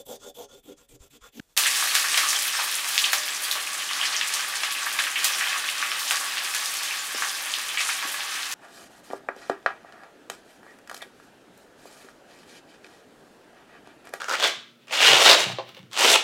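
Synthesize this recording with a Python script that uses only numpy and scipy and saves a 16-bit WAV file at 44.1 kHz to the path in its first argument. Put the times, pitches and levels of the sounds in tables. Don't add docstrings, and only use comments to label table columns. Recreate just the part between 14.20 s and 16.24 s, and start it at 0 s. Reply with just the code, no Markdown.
import sys
import numpy as np
from scipy import signal
from scipy.fft import rfft, irfft
from scipy.io import wavfile

SR = 44100
rng = np.random.default_rng(int(sys.argv[2]) if len(sys.argv) > 2 else 0)


def magnitude_from_level(level_db):
    exponent = np.asarray(level_db, float) / 20
    return 10 ** exponent


def inscribe(sig):
    pcm = np.round(np.clip(np.atleast_2d(sig).T, -1, 1) * 32767)
    wavfile.write(sys.argv[1], SR, pcm.astype(np.int16))


N = 89919


def rms_one(x):
    return x / np.sqrt(np.mean(x ** 2) + 1e-20)


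def at_hz(points, hz):
    table_hz, value = np.transpose(points)
    return np.interp(np.log(hz), np.log(table_hz), value)


def level_curve(points):
    s, db = np.transpose(points)
    return magnitude_from_level(np.interp(np.arange(N) / SR, s, db, -150, -150))


def drift(rate_hz):
    r = np.exp(-2 * np.pi * rate_hz / SR)
    noise = rng.standard_normal(N + 8000)
    return rms_one(signal.lfilter([1], [1, -2 * r, r * r], noise)[8000:])


def ring(clicks, hz, t60_s):
    r = magnitude_from_level(-60 / (t60_s * SR))
    w = 2 * np.pi * hz / SR
    return signal.lfilter([0, np.sin(w)], [1, -2 * r * np.cos(w), r * r], clicks + 1e-18)


def butter(x, order, hz, kind):
    return signal.sosfilt(signal.butter(order, hz, kind, fs=SR, output="sos"), x)


def coloured(x, spectrum):
    hz = np.maximum(np.arange(N // 2 + 1) * SR / N, 10)
    return irfft(rfft(x) * magnitude_from_level(at_hz(spectrum, hz)), N)


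def puffs(s, db, length_s):
    out, age_s = np.zeros(N + SR), np.arange(2000) / SR
    grain = rng.standard_normal((len(s), len(age_s)))
    for k, i in enumerate((np.asarray(s) * SR).astype(int)):
        decay = np.exp(-age_s / max(length_s[k], 2e-4))
        out[i:i + len(age_s)] += magnitude_from_level(db[k]) * grain[k] * decay
    return out[:N]


def struck(events, modes, spread_db):
    s, db = np.transpose(events)
    chance = rng.standard_normal((len(s), len(modes)))
    out = 0
    for k, (hz, level_db, t60_s) in enumerate(modes):
        clicks = np.zeros(N)
        clicks[(s * SR).astype(int)] = magnitude_from_level(db + level_db + spread_db * chance[:, k])
        out = out + ring(clicks, hz, t60_s)
    return out


def tearing():
    # time_s, level_db, backing_fullness_db, hook_tautness_db, free_flap_hz
    pull_1 = [(0, -39.5, 0, -6.5, 1480), (.075, -49.5, 5, 9, 1490), (.1, -33, -4.5, 2.5, 1340),
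              (.14, -27, 6.5, -1, 1510), (.165, -38, -1, -5.5, 3240), (.21, -29.5, 0.5, -5.5, 3380),
              (.248, -15.5, -3.5, -18.5, 3530), (.285, -24, -15.5, -4, 3280), (.33, -54, -20, 5, 3300)]
    pull_2 = [(.67, -55.5, 6, 7.5, 2500), (.705, -40, 1, -17.5, 2750), (.725, -23, -9.5, -6, 2770),
              (0.798, -24, -9, -6.5, 3200), (0.806, -14, -16.5, -6.5, 2860),
              (0.876, -11.5, -17.5, -7, 3080), (0.931, -16.5, 6.5, -4.5, 3200),
              (0.988, -17, -1.5, -5.5, 3040), (1.029, -18, 11.5, 6.5, 3030)]
    pull_2_end = [(1.03, -25, 0, 20, 3400), (1.065, -10, -2, -7.5, 3700), (1.111, -12, 3, -5.5, 4000),
                  (1.142, -17, 9.5, -1, 3700), (1.166, -31.5, 24, 6, 3000), (1.2, -27, 9, 8.5, 2720),
                  (1.246, -30, -11, 1.5, 2780), (1.256, -37.5, 12, -10, 3000),
                  (1.332, -38.5, 14, -4.5, 3000)]
    pull_3 = [(1.701, -75, -8.5, 4, 3340), (1.731, -39, -31, 1, 3260), (1.772, -32, -24, -2.5, 2940),
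              (1.787, -24.5, -9.5, 8.5, 2820), (1.83, -21.5, 12, 9.5, 2770), (1.922, -24.5, 15, 21, 3600),
              (1.961, -14, -12, -3.5, 3020), (1.967, -42, 6, -12.5, 3010), (2.03, -55, -15, -2, 3000)]
    # start_s, peak_db, dullness_0_to_1
    snaps = [(0.005, -23.5, 0.2), (0.017, -15, 0.4), (0.042, -18, 0.34), (0.062, -42.5, 0),
             (0.083, -20.5, 0.5), (0.086, -16.5, 0.6), (0.095, -23, 0.3), (0.094, -15.5, 0),
             (0.111, -12.5, 0.5), (0.121, -23, 0.8), (0.124, -17.5, 0), (0.136, -30.5, 0),
             (0.152, -12.5, 0.32), (0.166, -25.5, 0), (0.187, -23, 0.7), (0.198, -10.5, 0.2),
             (0.202, -12, 0.45), (0.207, -15.5, 0.1), (0.225, -2, 0.3), (0.235, -7.5, 0), (0.239, 2.5, 0.4),
             (0.245, -6, 0.18), (0.256, -7.5, 0.9), (0.268, -7, 0.3), (0.283, -9.5, 0.6),
             (0.294, -19.5, 0.3), (0.683, -37, 0.4), (0.708, -17, 0.6), (0.716, -22, 0.6),
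             (0.725, -15.5, 0.6), (0.752, -11.5, 0.4), (0.758, -10.5, 0.4), (0.765, -17, 0.4),
             (0.789, -11.5, 0.2), (0.798, -12.5, 0.3), (0.803, -2.5, 1), (0.825, -1, 0.4), (0.829, 1, 0.5),
             (0.844, 0, 0.5), (0.853, -7.5, 0.1), (0.871, 1, 0), (0.88, 6, 0.5), (0.9, -4, 0.6),
             (0.932, 0, 0.25),
             (1.059, 0.5, 0.5), (1.079, -3.5, 0.7), (1.087, 2, 0.5), (1.095, 4, 0.68),
                  (1.112, 1.5, 0.04), (1.115, -1.5, 0.4), (1.129, -0.5, 0.26), (1.141, -14.5, 0.7),
                  (1.203, -9.5, 0.5), (1.22, -15, 0.3), (1.241, -11.5, 0.5), (1.713, -34, 0.2),
                  (1.72, -31.5, 0.5), (1.731, -21.5, 0), (1.743, -25.5, 0.4), (1.75, -28.5, 0.7),
                  (1.755, -19, 0.5), (1.761, -25.5, 0.1), (1.766, -11, 0.4), (1.774, -9.5, 0.3),
                  (1.79, -9.5, 0.6), (1.845, -6.5, 0.63), (1.916, -9, 0.27), (1.93, -9.5, 0.4),
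                  (1.955, -4.5, 0.1)]
    # freq_hz, level_db
    backing = [(200, -30), (300, -23), (570, -2.5), (1000, -3.5), (2000, -5.5), (4500, -6), (7400, -10.5),
               (16000, -45)]
    # time_s, level_db
    palm = [
        (1.6, -1.5),
        (1.7, 16),
        (1.77, 13.5),
        (1.81, 11),
        (1.86, -1),
        (1.94, -2.5),
        (1.96, 13.5),
        (2.03, 2),
    ]
    hooks_per_s, hook_spread_db, hook_cycles = 4000, 3.0, 12.0
    clump_db, own_clump_db, clumps_hz = 0.82, 1.07, 120
    snap_s, snap_db, crack_db, snap_lag_s = 0.0014, -7.5, 19, .0008
    dull_db_per_octave, long_flap_db_per_octave = 10, 4
    full_below_hz, taut_above_hz = 803, 6070
    peel_db, peel_octaves = 10.5, .25
    panel_hz, panel_octaves = 1100, .3

    t = np.arange(N) / SR
    pulls = (pull_1, pull_2, pull_2_end, pull_3)
    force = sum(level_curve(np.array(p)[:, :2]) for p in pulls)
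    s, _, full, taut, peel_hz = np.concatenate(pulls).T
    full, taut, peel_hz = (np.interp(t, s, column) for column in (full, taut, peel_hz))
    palm_db = np.interp(t, *np.transpose(palm))
    flap_db = peel_db + long_flap_db_per_octave * np.log2(3000 / peel_hz)

    snap_at_s, db, dull = np.transpose(sorted(snaps))
    snap_at_s = snap_at_s + snap_lag_s
    crack = np.zeros(N)
    crack[(snap_at_s * SR).astype(int) + 1] = magnitude_from_level(db + snap_db + crack_db)
    last = np.clip(np.searchsorted(snap_at_s, t) - 1, 0, None)
    crackle = magnitude_from_level(db[last] + snap_db) * np.exp(-np.abs(t - snap_at_s[last]) / snap_s)
    crackle = crackle * (t >= snap_at_s[0])

    together = clump_db * drift(clumps_hz)
    own = [own_clump_db * drift(clumps_hz) for _ in range(4)]
    out, power = 0, 0
    for k, hz in enumerate(np.geomspace(300, 15500, 32)):
        swell = magnitude_from_level(together + own[k // 4 % 4])
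        sizes = magnitude_from_level(hook_spread_db * np.minimum(rng.exponential(1, N), 4)) * rng.choice([-1, 1], N)
        lets_go = rng.random(N) < hooks_per_s * swell * np.sqrt(hz / 3000) / 5 / SR
        hooks = rms_one(sizes * lets_go * swell)

        row = crackle * rng.choice([-1, 1], N) + crack * (-1) ** k
        row = row * magnitude_from_level(-dull_db_per_octave * (dull[last] - 0.3) * np.log2(hz / 2000))

        shade_db = full / (1 + (hz / full_below_hz) ** 2) + taut / (1 + (taut_above_hz / hz) ** 2)
        shade_db = shade_db + flap_db * np.exp(-(np.log2(hz / peel_hz) / peel_octaves) ** 2)
        shade_db = shade_db + palm_db * np.exp(-(np.log2(hz / panel_hz) / panel_octaves) ** 2)

        t60_s = hook_cycles / hz
        ring_norm = np.sqrt(np.sum(ring(t[:SR] == 0, hz, t60_s) ** 2))
        gain = np.sqrt(hz) * magnitude_from_level(at_hz(backing, hz))
        out = out + ring((force * hooks + row) * magnitude_from_level(shade_db), hz, t60_s) / ring_norm * gain
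        power = power + gain ** 2
    return magnitude_from_level(-1.99) * butter(out, 4, 330, "high") / np.sqrt(power)


def vest_thumps():
    # start_s, peak_db
    thumps = [(.115, -60), (.24, -55), (.365, -53), (.9, -33.5), (.928, -30.5), (.95, -63), (.97, -52),
              (1.2, -45), (1.235, -47), (1.262, -30), (1.295, -34), (1.328, -32), (1.345, -47),
              (1.415, -76), (1.53, -50), (1.595, -41), (1.612, -55), (1.632, -39.5), (1.682, -55.5),
              (1.8, -49), (1.85, -69), (1.9, -41.5), (1.99, -57)]
    # freq_hz, level_db, t60_s
    table_top = [(128.3, 1.5, 0.09), (160, -17, 0.13), (187, -5.5, 0.13), (295, -5.5, .1)]
    return butter(struck(thumps, table_top, spread_db=2.5), 4, 230, "low")


def pouch_knocks():
    # start_s, peak_db
    knocks = [
        (1.385, -13),
        (1.571, -33.5),
    ]
    # freq_hz, level_db, t60_s
    pouch = [(403, -6, 0.05), (474, -10, 0.04), (530, 1, .08), (585, -3, 0.06), (670, -9, 0.07),
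             (800, -1, .07), (865, 0, 0.045), (925, -3, 0.09), (1030, -4, 0.05)]
    s, db = np.transpose(knocks)
    rattle = puffs(s, db - 39.5, s * 0 + 0.012)
    knock = struck(knocks, pouch, spread_db=1) * magnitude_from_level(-20)
    knock = knock + sum(magnitude_from_level(level_db) * ring(rattle, hz, t60_s) for hz, level_db, t60_s in pouch)
    crack = puffs(s, db - 12, s * 0 + .018)
    return butter(crack, 4, [1200, 4500], "band") + butter(knock, 4, [360, 1250], "band")


def hands():
    # start_s, peak_db, length_s
    ticks = [
        (1.49, -44, 0.0084),
        (1.547, -43.5, 0.0035),
        (1.568, -44.5, 0.0034),
        (1.577, -43, 0.0024),
        (1.592, -44.5, 0.0016),
        (1.63, -39, 0.00049),
    ]
    # time_s, level_db
    brush = [
        (.56, -82),
        (.62, -64.5),
        (.67, -72),
        (.7, -81),
        (1.42, -71),
        (1.489, -54),
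        (1.53, -66),
        (1.575, -55.5),
        (1.621, -72),
        (1.7, -78),
    ]
    weave_hz, weave_width_hz, air_db = 3200, 1700, -11
    s, db, length_s = np.transpose(ticks)
    rub = level_curve(brush) * magnitude_from_level(1.8 * drift(60)) * rng.standard_normal(N)
    raw = puffs(s, db, length_s) + rub
    return ring(raw, weave_hz, 2.1 / weave_width_hz) + magnitude_from_level(air_db) * np.diff(raw, prepend=0)


def room(x):
    # freq_hz, t60_s
    room_t60 = [(150, 0.56), (500, 0.32), (1500, 0.43), (3500, 0.45), (7000, 0.37), (14000, 0.22)]
    level_db, gap_s = -8, 0.0045
    age_s = np.arange(SR) / SR
    edges_hz = 70 * 2 ** np.arange(0, 8.1, .5)
    white = rng.standard_normal((2, SR))
    tail = 0
    for k, (low, high) in enumerate(zip(edges_hz, edges_hz[1:])):
        band = butter(white[k % 2], 2, [low, high], "band")
        tail = tail + band * magnitude_from_level(-60 * age_s / at_hz(room_t60, np.sqrt(low * high)))
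    tail = tail * np.clip(age_s / gap_s - 1, 0, 1)
    return magnitude_from_level(level_db) * signal.fftconvolve(x, tail / np.sqrt(np.sum(tail ** 2)))[:N]


def background():
    # freq_hz, level_db
    tone_spectrum = [(24, -76), (40, -38), (147, -13), (220, -14), (444, -15), (1150, -30.5), (1340, -19),
                     (1810, -29), (16000, -43)]
    # freq_hz, rms_db
    hum_partials = [(120, -75), (235, -64.5), (346, -72)]
    out = magnitude_from_level(-61) * rms_one(coloured(rng.standard_normal(N), tone_spectrum))
    for hz, db in hum_partials:
        sine = np.sqrt(2) * np.sin(2 * np.pi * hz * np.arange(N) / SR)
        out = out + magnitude_from_level(db + 0.53 * drift(6.5)) * sine
    return out


def scene():
    near = tearing() + hands()
    below = vest_thumps() + pouch_knocks()
    echo = room(near + .55 * below)
    return (near + below + echo + background())[None]


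def top_cut(x):
    return signal.sosfilt(signal.butter(12, 16050, fs=SR, output="sos"), x)


def record(dry):
    top, knee = .88, 2.5
    rounded = top * np.tanh((np.abs(dry) / top) ** knee) ** (1 / knee) * np.sign(dry)
    mix = butter(rounded, 6, 115, "high")
    return top_cut(mix)


dry = scene()
out = record(dry)
inscribe(out)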